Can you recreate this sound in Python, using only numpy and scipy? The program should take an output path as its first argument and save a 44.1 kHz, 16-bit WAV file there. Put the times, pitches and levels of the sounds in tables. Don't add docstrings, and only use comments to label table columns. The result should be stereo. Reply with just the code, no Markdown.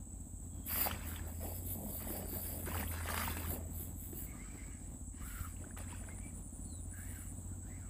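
import sys
import numpy as np
from scipy import signal
from scipy.fft import rfft, irfft, next_fast_len
from scipy.io import wavfile
from scipy.ndimage import uniform_filter1d

SR = 44100
rng = np.random.default_rng(int(sys.argv[2]) if len(sys.argv) > 2 else 0)


def wav_out(sig):
    wavfile.write(sys.argv[1], SR, np.round(np.clip(np.atleast_2d(sig).T, -1, 1) * 32767).astype(np.int16))


N = 348169
T = np.arange(N) / SR


def amp(db):
    return 10 ** (np.asarray(db) / 20)


def unit(x):
    return x / np.sqrt(np.mean(x ** 2) + 1e-20)


def value_at(points, hz):
    f, value = np.transpose(points)
    return np.interp(np.log(hz + 1), np.log(f + 1), value)


def add(mix, start_s, sound):
    part = mix[max(round(start_s * SR), 0):][:len(sound)]
    part += sound[:len(part)]


def colour(x, spectrum, size=8192):
    hz = abs(np.fft.fftfreq(size, 1 / SR)) + 1
    octaves_below = np.maximum(np.log2(spectrum[0][0] / hz), 0)
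    octaves_above = np.maximum(np.log2(hz / spectrum[-1][0]), 0)
    db = np.maximum(value_at(spectrum, hz) - 20 * (octaves_below + octaves_above), -100)
    response = np.exp(np.conj(signal.hilbert(np.log(amp(db)))))
    taps = np.fft.ifft(response).real
    return unit(signal.oaconvolve(x, taps[:size // 2])[:N])


def drift(rate):
    hz = np.fft.rfftfreq(4096, 8 / 4096)
    slow = irfft(rfft(rng.standard_normal(4096)) * np.exp(-(hz / rate) ** 2))
    return unit(np.interp(T, np.linspace(0, T[-1], len(slow)), slow))


def tone(hz, waver, flutter_db):
    cycles = np.cumsum(hz * (1 + waver * drift(120))) / SR
    return unit(np.sin(2 * np.pi * cycles) * amp(flutter_db * drift(70)))


def narrow_noise(hz, width_hz):
    pole = np.exp(-np.pi * width_hz / SR)
    noise = rng.standard_normal(N) + 1j * rng.standard_normal(N)
    slow = signal.sosfilt([[1 - pole, 0, 0, 1, -pole, 0]] * 2, noise)
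    cycles = np.cumsum(hz * np.ones(N)) / SR
    return unit((slow * np.exp(2j * np.pi * cycles)).real)


def metal_ring(modes, slide=0.0):
    return sum(amp(db) * narrow_noise(hz * (1 + slide * drift(60)), width) for hz, width, db in modes)


def clicks(per_s, spread_db):
    out = np.zeros(N)
    chance = rng.random(N) * SR / per_s
    at = np.flatnonzero(chance < 1)
    out[at] = amp(spread_db * np.minimum(-np.log(chance[at]), 3.5)) * (-1.) ** at
    return out


def bubble(hz, cycles, rise):
    age = np.arange(0, 3 * cycles, hz / SR)
    wave = np.sin(2 * np.pi * age * (1 + rise * age / cycles))
    return wave * np.exp(-2 * age / cycles) * (1 - np.exp(-2 * age))


def bubble_cloud(low_hz, high_hz, per_s, spread_db, cycles, rise, sizes):
    return unit(sum(hz * signal.oaconvolve(clicks(per_s / sizes, spread_db), bubble(hz, cycles, rise))[:N]
                    for hz in np.geomspace(low_hz, high_hz, sizes)))


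def envelope(start, length, attack_s, release_s):
    rise = np.clip((T - start) / attack_s + .5, 0, 1)
    tail = np.exp(-np.clip((T - start - length) / release_s, 0, 20))
    return np.sin(np.pi / 2 * rise) ** 2 * tail


def swells(rows, attack_s, release_s):
    gains = np.zeros((len(rows[0]) - 2, N))
    for start, length, *dbs in rows:
        shape = envelope(start, length, attack_s + 0.21 * length, release_s)
        gains = np.maximum(gains, amp(dbs)[:, None] * shape)
    return gains


def progress(start, length):
    at = np.flatnonzero((T >= start) & (T < start + length))
    return at, (T[at] - start) / length


def outdoors(x, lag_ms, scatter_db, echo_s):
    size = next_fast_len(N + SR // 2)
    hz, t = np.fft.rfftfreq(size, 1 / SR), np.arange(SR // 4) / SR
    tails = rng.standard_normal((2, 2, len(t))) * amp(-60 * t / echo_s)
    tails /= np.linalg.norm(tails, axis=2, keepdims=True)
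    direct = rfft(x, size) * np.exp(-1j * np.pi * hz * lag_ms / 1000 * np.array([[1], [-1]]))
    scatter = amp(scatter_db) * hz / (hz + 900)
    angle = 2 * drift(5)
    echoes = sum(rfft(x * share, size) * rfft(tail, size)
                 for share, tail in zip((np.cos(angle), np.sin(angle)), tails))
    return irfft((direct + scatter * echoes) / np.sqrt(1 + scatter ** 2), size)[:, :N]


# f/Hz, level/dB
WIND_COLOUR = [(15, -0.5), (35, -26), (55, -2), (90, 7), (150, -2.5), (280, -0.5), (420, -14.5),
               (750, -13.5), (1200, -23), (2200, -33), (4000, -33), (6000, -46.5), (11000, -34),
               (15000, -23)]
# f/Hz, likeness/0-1
WIND_LIKENESS = [(60, 0.9), (130, 0.91), (290, 0.67), (640, 0.22), (1410, 0.019), (3100, 0.029),
                 (6820, 0.47), (15000, 0.016)]


def wind(gain_db=-54, gust_db=2.5):
    left, other = (colour(rng.standard_normal(N), WIND_COLOUR) for _ in range(2))
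    size = next_fast_len(N)
    alike = value_at(WIND_LIKENESS, np.fft.rfftfreq(size, 1 / SR))
    right = irfft(alike * rfft(left, size) + np.sqrt(1 - alike ** 2) * rfft(other, size), size)[:N]
    return amp(gain_db) * np.array([left, right]) * amp(gust_db * drift(7.5))


# f/Hz, level/dB
INSECT_COLOUR = [(5500, -68), (6300, -14), (7000, -11), (7500, -2), (7950, 8), (8400, -4), (8800, -13),
                 (9300, -8.5), (10200, -26.5)]


def insects(gain_db=-54.5, flutter_db=1.57):
    sides = [colour(rng.standard_normal(N), INSECT_COLOUR) * amp(flutter_db * drift(110))
             for _ in range(2)]
    return amp(gain_db) * np.array(sides) * amp([[-1], [1]])


# f/Hz, level/dB
PUFF_COLOUR = [(22, -30), (40, 4.5), (50, 16), (58, 11.5), (75, 5), (100, 2), (120, -4.5), (150, -3.5),
               (205, 0.5), (260, 1), (310, -9), (390, -43.5), (600, -23.5)]


def pump(gain_db=-51, beat_s=0.06588):
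    beats = np.diff(np.floor((T - .0041) / beat_s), prepend=-1)
    return -amp(gain_db) * colour(beats, PUFF_COLOUR)


# t/s, f/Hz, level/dB
ENGINE_NOTE = [(0.0, 87.4, -54.5), (0.792, 81.35, -49), (1.34, 81.9, -45.5), (1.69, 91.9, -46.5),
               (1.84, 87.7, -51.5), (2.57, 85.5, -49), (2.829, 83.25, -42.5), (3.73, 82.5, -47.5),
               (4.26, 87.45, -52.5), (4.37, 77.7, -82), (4.5, 84.3, -58), (5.271, 81.62, -52.5),
               (6.07, 90.3, -50), (6.26, 89.6, -57), (6.459, 83.7, -56), (6.741, 82.9, -51.5),
               (6.851, 87.8, -50), (7.89, 90.6, -50)]
# f/Hz, level/dB
MACHINE_HUMS = [(35.5, -76), (50.3, -55), (57.6, -62), (73.2, -64.5)]


def engines(hums_db=-3.5):
    times, pitches, levels = np.transpose(ENGINE_NOTE)
    notes = [(np.interp(T, times, pitches), np.interp(T, times, levels))]
    notes += [(hz + .4 * drift(1.5), db + hums_db + 1.5 * drift(2)) for hz, db in MACHINE_HUMS]
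    return sum(np.sqrt(2) * amp(db) * np.sin(2 * np.pi * np.cumsum(hz) / SR) for hz, db in notes)


# f/Hz, level/dB
TACKLE_COLOUR = [(1500, -33), (3000, -12.5), (3750, -6.5), (4200, -16), (4900, -13), (5600, -21.5),
                 (6200, -20), (7000, -1), (8200, -1.5), (9700, 1.5), (11000, 1), (12100, -7), (13000, -5),
                 (14000, 2), (14750, 3.5), (15450, 5.5)]
# f/Hz, width/Hz, level/dB
TACKLE_RINGS = [(11200, 1100, -13), (12050, 650, -6), (13100, 1100, -13), (14750, 650, -3)]


def tackle_rasp(grip, ring_db=0):
    rings = sum(amp(db + 2 * drift(40)) * narrow_noise(hz * (1 + 0.009 * drift(9)), width)
                for hz, width, db in TACKLE_RINGS)
    hiss = colour(grip * rng.standard_normal(N), TACKLE_COLOUR)
    return amp(-1.5) * hiss + amp(ring_db) * grip * rings


# t/s, length/s, level/dB
LINE_PULLS = [(0.19, 0.39, -70), (5.235, 0.21, -50), (6.95, 0.28, -55)]


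def slack_line():
    return swells(LINE_PULLS, attack_s=0.063, release_s=0.059)[0] * tackle_rasp(grip=1, ring_db=-6)


# t/s, length/s, level/dB, first f/Hz, last f/Hz, hoarseness/0-1
BIRD_NOTES = [(0.5, 0.3, -67, 3310, 3180, 0.2), (4.259, 0.09, -55.5, 2188, 2260, 0.67),
              (4.371, 0.08, -54.5, 1980, 2290, .6), (4.457, 0.12, -58, 2300, 2350, 0.77),
              (4.576, 0.037, -51.5, 2137, 2020, .6), (4.615, 0.041, -53, 2040, 2320, .7),
              (4.668, 0.08, -61, 2290, 2020, .8), (6.08, 0.072, -52, 2086, 2190, .15),
              (6.143, 0.071, -63, 1983, 2150, .5), (6.207, 0.094, -54.5, 2290, 2320, 0.08),
              (6.649, 0.16, -60.5, 4360, 3610, 0.16)]


def bird(gain_db=-7, ends_db=-10, flicker_db=-0.5):
    hz, gain, hoarse = np.zeros((3, N))
    for start, length, db, first_hz, last_hz, hoarseness in BIRD_NOTES:
        at, along = progress(start, length)
        hz[at] = first_hz + (last_hz - first_hz) * along ** 1.5
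        gain[at] = amp(db + ends_db * (2 * along - 1) ** 2)
        hoarse[at] = hoarseness
    clear = np.sqrt(1 - hoarse) * tone(hz, waver=.01, flutter_db=3)
    breathy = np.sqrt(hoarse) * narrow_noise(hz, width_hz=330)
    voice = (clear + breathy) * unit(amp(flicker_db * drift(37)))
    return outdoors(amp(gain_db) * gain * voice, lag_ms=.04, scatter_db=-3, echo_s=.25)


# t/s, level/dB
AIR_BUMPS = [(0.629, -55), (5.23, -24), (5.338, -24), (5.406, -20), (5.466, -30), (5.667, -49),
             (6.195, -44)]


def air_bumps(pitch_hz=70, gain_db=-1):
    out = np.zeros(N)
    for start, db in AIR_BUMPS:
        add(out, start, amp(db + gain_db) * bubble(pitch_hz, cycles=0.82, rise=0))
    return out


# t/s, click rate/Hz, level/dB
DRAG_CLICKS = [(0.63, 200, -73), (0.672, 602, -39.5), (0.755, 1000, -37.5), (0.81, 1005, -32),
               (0.86, 678, -34), (0.92, 147.3, -67), (1.01, 101.8, -61), (1.088, 192, -43),
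               (1.15, 169, -52), (1.254, 70, -68), (1.281, 185.7, -50), (1.341, 108.3, -56),
               (1.4, 142.5, -53), (1.441, 296, -45), (1.57, 246.2, -46.5), (1.62, 119.8, -53.5),
               (1.665, 367.3, -42), (1.73, 367.7, -37.5), (1.769, 170.4, -48), (1.82, 120.5, -51),
               (1.892, 275, -44.5), (1.96, 304.5, -39.5), (2.045, 133.4, -47), (2.079, 289.4, -43),
               (2.171, 279.5, -41.5), (2.251, 129.7, -55.5), (2.295, 271.4, -43), (2.35, 309, -41),
               (2.42, 250, -41), (2.49, 292.2, -40.5), (2.58, 201.7, -46), (2.66, 184.5, -47),
               (2.76, 301.7, -44), (2.8, 266.3, -40.5), (2.85, 111.5, -52), (2.909, 222, -42),
               (2.98, 95.8, -58), (3.06, 180, -52.5), (3.251, 320, -40), (3.33, 229, -48), (3.399, 99, -45),
               (3.461, 198.4, -46.5), (3.501, 368, -38.5), (3.54, 332.8, -38), (3.61, 70.9, -63),
               (3.69, 70.1, -64), (3.75, 171, -47.5), (3.81, 302.3, -41), (3.88, 99.2, -51),
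               (3.95, 60.1, -64), (4.0, 139.3, -50), (4.051, 185, -47.5), (4.11, 109.4, -53),
               (4.15, 160.7, -48), (4.19, 294, -43), (4.25, 255.5, -46), (4.31, 79.8, -64)]
# f/Hz, width/Hz, level/dB
SPOOL_RINGS = [(4670, 140, 0), (5110, 240, -5)]
# f/Hz, level/dB
REEL_COLOUR = [(500, -24), (1000, -25), (1200, -3), (1400, -8.5), (1620, 0.5), (1800, -2), (2000, -0.5),
               (2120, -1), (2260, 0), (2550, -12), (2800, -3), (3300, -13), (5000, -7), (8000, -16)]


def reel_drag(rasp_db=-3, spool_db=-25, gear_db=-24, click_s=0.0011, rub=0.25):
    times, rates, levels = np.transpose(DRAG_CLICKS)
    rate = np.interp(T, times, rates)
    teeth_passed = np.cumsum(rate * np.exp(.035 * drift(150))) / SR
    teeth = np.diff(np.floor(teeth_passed), prepend=0)
    teeth *= amp(2 * rng.standard_normal(N).clip(-1.5, 1.5))
    grip = signal.lfilter([1], [1, -np.exp(-1 / (SR * click_s))], teeth) + rub
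    grip /= np.sqrt(uniform_filter1d(grip ** 2, size=1000))
    spool = amp(spool_db) * grip * metal_ring(SPOOL_RINGS)
    knocks = amp(gear_db) * colour(teeth / np.sqrt(rate), REEL_COLOUR)
    rasp = amp(rasp_db) * tackle_rasp(grip)
    slipping = (T > times[0]) & (T < times[-1])
    return slipping * amp(np.interp(T, times, levels)) * (rasp + spool + knocks)


# t/s, length/s, deep heave level/dB, slosh level/dB, splash level/dB
WATER_SURGES = [(0.69, 0.09, -63, -56, -44.5), (0.75, 0.15, -51, -47.5, -42.5),
                (0.95, 0.22, -54, -57.5, -52.5), (1.24, 0.014, -56, -48.5, -56.5),
                (1.405, 0.0073, -59, -48.5, -55.5), (1.435, 0.026, -48, -46, -57),
                (1.51, 0.27, -52, -62.5, -86), (1.735, 0.1, -46.5, -50, -68), (1.815, 0.1, -46, -49, -68),
                (1.99, 0.033, -47, -55, -53), (2.055, 0.11, -49, -46.5, -57), (2.19, 0.04, -44, -50, -56),
                (2.31, 0.06, -55, -50.5, -57.5), (2.43, 0.2, -50, -53, -61.5),
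                (2.655, 0.04, -40.5, -57, -47.5), (2.715, 0.096, -49.5, -48.5, -47.5),
                (2.905, 0.092, -55, -56, -48), (3.03, 0.04, -54, -64, -45), (3.092, 0.022, -56, -45, -40),
                (3.15, 0.065, -60, -49.5, -39), (3.24, 0.069, -46.5, -52, -44),
                (3.32, 0.14, -49.5, -55.5, -49), (3.495, 0.061, -41, -47.5, -57),
                (3.63, 0.19, -51, -62, -69.5), (4.125, 0.038, -47.5, -63, -69),
                (5.58, 0.096, -52.5, -58, -65), (5.776, 0.025, -71, -56.5, -53),
                (5.875, 0.085, -59, -64, -56), (6.0, 0.066, -68, -58.5, -61.5),
                (6.07, 0.015, -59, -57.5, -59.5), (6.17, 0.12, -72, -69, -66)]
# f/Hz, level/dB
SLOSH_COLOUR = [(110, -57.5), (200, 12.5), (320, -6), (430, -2), (650, 3.5), (900, -5.5), (1200, -21.5),
                (2000, -12)]
# f/Hz, level/dB
SPLASH_COLOUR = [(500, -11), (900, 0), (1350, 1), (2000, 1), (3000, -3), (4100, -0.5), (6000, -1.5),
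                 (9000, -2.5), (15000, -1)]
# f/Hz, level/dB
SPRAY_COLOUR = [(2500, 0), (3700, 4), (4800, 9), (6000, 0), (9000, -5), (15000, -21)]


def water(heave_db=-6, slosh_db=-1, splash_db=-1, spray_db=-9, breaking_db=-45):
    large = bubble_cloud(135, 340, per_s=300, spread_db=1.5, cycles=2.5, rise=.03, sizes=5)
    medium = bubble_cloud(191.5, 1105, per_s=480, spread_db=0, cycles=4.3, rise=.03, sizes=10)
    small = bubble_cloud(750, 3200, per_s=1500, spread_db=2.4, cycles=4, rise=.05, sizes=15)
    drops = unit(clicks(per_s=3000, spread_db=2.8))
    lift, push, force = swells(WATER_SURGES, attack_s=0.035, release_s=0.077)
    heave = amp(heave_db) * lift * large
    slosh = amp(slosh_db) * push * colour(medium, SLOSH_COLOUR)
    splash = amp(splash_db) * force * colour(small + drops, SPLASH_COLOUR)
    breaking = force / (force + amp(breaking_db))
    spray = amp(spray_db) * force * breaking * colour(drops, SPRAY_COLOUR)
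    return heave + slosh + splash + spray


# f/Hz, width/Hz, level/dB
ZIP_RINGS = [(4590, 200, -3), (4820, 180, 1.5), (5100, 300, -5), (8820, 320, -1), (12000, 400, 5),
             (12500, 600, 5), (14750, 600, 6)]


def rod_whip(gain_db=-48, rough_db=2):
    snatches = unit(amp(rough_db * drift(200)))
    swell = envelope(start=0.7, length=0.17, attack_s=0.08, release_s=0.012)
    return amp(gain_db) * swell * snatches * metal_ring(ZIP_RINGS, slide=0.009)


# t/s, level/dB, f/Hz, ring length/cycles
WATER_PLOPS = [(0.758, -23, 1280, 3.8), (0.814, -29, 1360, 7), (0.861, -22, 774, 5),
               (0.8707, -18.5, 790, 4.5), (0.911, -26.5, 1340, 11), (1.194, -36, 1720, 14),
               (1.43, -35, 506, 6.4), (2.103, -26, 327.6, 4.9), (2.205, -36, 608, 4.5),
               (2.329, -31, 350, 5.8), (2.685, -31, 590, 4.7), (2.716, -31, 1000, 12.6),
               (2.745, -30.5, 1297, 9.3), (2.754, -25, 805, 3.9), (2.767, -23, 900, 1.8),
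               (2.801, -32.5, 656, 7.2), (2.805, -28, 1600, 2), (2.8095, -28, 2150, 6.7),
               (2.828, -28, 776, 4.2), (2.836, -28, 1760, 6), (2.940, -24.5, 750, 1.34),
               (3.011, -28, 1524, 3.8), (3.057, -26, 610, 1.93), (3.072, -33, 1108, 3),
               (3.088, -16.5, 1530, 3.03), (3.099, -27.5, 1680, 12), (3.1028, -25, 1140, 4.7),
               (3.1065, -26, 787, 3.2), (3.1432, -19.5, 1080, 2.2), (3.17, -26, 520, 1.7),
               (3.175, -24, 1210, 2.6), (3.1778, -16.5, 2120, 3), (3.196, -23, 1166, 8.3),
               (3.217, -30.5, 1210, 8.9), (3.277, -23.5, 910, 10), (3.369, -22, 1400, 2),
               (3.378, -29, 2300, 4.9), (3.5, -44, 345, 5), (4.129, -32.5, 335, 4.6),
               (5.766, -40.5, 1216, 10), (5.774, -26.5, 1120, 1.2), (5.8029, -33, 730, 2),
               (5.926, -37, 968, 9.4), (6.072, -38, 760, 5), (6.087, -37, 893, 3.7), (6.185, -36, 790, 2.3)]
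# f/Hz, level/dB
SLAP_COLOUR = [(500, 3), (900, 2.5), (1600, 3.5), (2600, -7), (4000, -6.5), (8000, -8.5), (15000, -17)]


def plops(ring_db=-5.5, slap_db=-11, slap_s=0.0031):
    rings, slaps = np.zeros((2, N))
    fade = np.exp(-T[:SR // 20] / slap_s)
    for start, db, hz, cycles in WATER_PLOPS:
        add(rings, start, amp(db + ring_db) * bubble(hz, cycles, rise=0.0063))
        add(slaps, start, amp(db + slap_db) * fade * hz / (hz + 500))
    return rings + slaps * colour(rng.standard_normal(N), SLAP_COLOUR)


# t/s, level/dB
SHARP_TICKS = [(0.7784, -28), (0.81, -31), (1.0873, -30.5), (2.443, -32), (3.1435, -30), (3.176, -40),
               (3.368, -31), (0.915, -43), (0.937, -41), (1.161, -36), (5.7847, -32)]


def ticks(gain_db=-6, decay_s=0.003):
    bursts = np.zeros(N)
    fade = np.exp(-T[:SR // 20] / decay_s)
    for start, db in SHARP_TICKS:
        add(bursts, start, amp(db + gain_db) * fade)
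    return bursts * colour(rng.standard_normal(N), TACKLE_COLOUR)


# t/s, level/dB, f/Hz
FALLING_DROPS = [(0.9135, -28.5, 2800), (0.949, -46, 2300), (1.161, -33.5, 3170), (2.6757, -40, 1380),
                 (2.698, -55, 1684), (2.776, -35.5, 2618), (2.798, -37, 2190), (2.831, -40, 1624),
                 (2.877, -38, 2930), (2.915, -40, 1956), (3.036, -46, 1816), (3.056, -51, 1800),
                 (3.076, -41, 2400), (3.081, -34, 1800), (3.135, -37, 1650), (3.270, -39, 1410),
                 (3.284, -37, 1870), (3.312, -49, 1556), (3.37, -39, 2477), (3.445, -42, 1050),
                 (3.459, -49, 1560), (5.566, -48.5, 2580), (5.641, -46, 1365), (5.708, -47, 1560),
                 (5.7734, -55, 1590), (5.774, -45, 2663), (5.88, -49, 1880), (5.906, -50, 2780),
                 (5.918, -51, 1752), (5.947, -50, 1410), (6.038, -51, 1431), (6.085, -56, 2120),
                 (6.087, -46, 1440), (6.185, -54, 1715)]


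def drips(gain_db=1):
    out = np.zeros(N)
    for start, db, hz in FALLING_DROPS:
        add(out, start, amp(db + gain_db) * bubble(hz, cycles=13, rise=0.114))
    return out


# t/s, length/s, final level/dB, f/Hz
CRICKET_PHRASES = [(1.144, 2.28, -53, 9154), (4.694, 2.66, -54, 9210)]
# share of the stroke/0-1, level/dB
CRICKET_STROKE = [(0, -18), (.25, -4), (.45, 0), (.72, 3), (.86, -3), (.93, -16), (1, -18)]


def cricket(strokes_per_s=10.75, teeth_hz=150, tooth_depth=0.63, swell_db=15.5):
    along = (T - 1.198) * strokes_per_s % 1
    stroke = amp(np.interp(along, *np.transpose(CRICKET_STROKE)))
    teeth = unit(1 + tooth_depth * tone(teeth_hz, waver=.05, flutter_db=1) / np.sqrt(2))
    song = np.zeros((2, N))
    for start, length, db, hz in CRICKET_PHRASES:
        remaining = np.clip(1 - (T - start) / length, 0, 1)
        gain = amp(db - swell_db * remaining ** 2.75)
        sides = np.array([narrow_noise(hz, width_hz=400) for _ in range(2)])
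        song += gain * envelope(start, length, attack_s=0.25, release_s=0.097) * sides
    return stroke * teeth * song


# t/s, level/dB
SPOOL_LOUDNESS = [(1.3, -73), (1.44, -57), (1.57, -57), (1.63, -68), (1.82, -73), (1.9, -62), (2.04, -63),
                  (2.16, -51.5), (2.24, -61), (2.34, -57), (2.45, -54.5), (2.55, -56), (2.63, -74),
                  (2.9, -100)]


def singing_spool():
    return metal_ring(SPOOL_RINGS) * amp(np.interp(T, *np.transpose(SPOOL_LOUDNESS), left=-120))


# t/s, length/s, gear rattle level/dB
HANDLE_TURNS = [(4.151, 0.82, -62), (5.113, 0.48, -58), (6.864, 0.5, -62), (7.597, 0.41, -68)]
# t/s, f/Hz, level/dB
ROTOR_WHIRR = [(4.2, 1101, -120), (4.3, 1150, -80), (4.355, 1200, -54.5), (4.4, 1180, -78),
               (4.46, 1260, -60), (4.52, 1190, -74), (4.7, 1206, -78), (4.8, 1110, -96), (5.149, 1044, -81),
               (5.22, 1188, -59), (5.275, 1410, -55.5), (5.371, 1400, -56.5), (5.446, 1360, -52.5),
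               (5.5, 1156, -65), (5.56, 1056, -78), (6.88, 1454, -83), (6.94, 1610, -63),
               (6.995, 1605, -54), (7.051, 1777, -63), (7.095, 1905, -66), (7.17, 1550, -60),
               (7.26, 1280, -69), (7.32, 1198, -94), (7.469, 1602, -81), (7.535, 1440, -67),
               (7.58, 1350, -88), (7.659, 1540, -67), (7.7, 1934, -60), (7.776, 2100, -61),
               (7.812, 1600, -67), (7.88, 1194, -67)]


def reel_winding(rattle_db=-1, ends_db=-20):
    turning = np.zeros(N)
    for start, length, db in HANDLE_TURNS:
        at, along = progress(start, length)
        turning[at] = amp(db + ends_db * (1 - np.sin(np.pi * along)) ** 2)
    times, pitches, levels = np.transpose(ROTOR_WHIRR)
    hz = np.interp(T, times, pitches)
    rotor = .4 * tone(hz, waver=.03, flutter_db=5) + .7 * narrow_noise(hz, width_hz=280)
    rattle = colour(clicks(per_s=2200, spread_db=-5), REEL_COLOUR)
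    return amp(np.interp(T, times, levels)) * rotor + amp(rattle_db) * turning * rattle


def scene():
    tackle = reel_drag() + rod_whip() + singing_spool() + slack_line() + ticks()
    near = outdoors(tackle, lag_ms=.085, scatter_db=-2, echo_s=.015)
    near += outdoors(reel_winding(), lag_ms=.085, scatter_db=-4, echo_s=.02)
    near += outdoors(water(), lag_ms=.092, scatter_db=-1.5, echo_s=.025)
    near += outdoors(plops() + drips(), lag_ms=.092, scatter_db=-6, echo_s=.035)
    rumble = (pump() + engines() + air_bumps()) * amp([[-.45], [.45]])
    return near + rumble + cricket() + insects() + bird() + wind()


def record(dry):
    low_pass = signal.firwin(511, 15500, window=("kaiser", 9), fs=SR)
    return signal.oaconvolve(dry, low_pass[None], "same")


dry = scene()
out = record(dry)
wav_out(out)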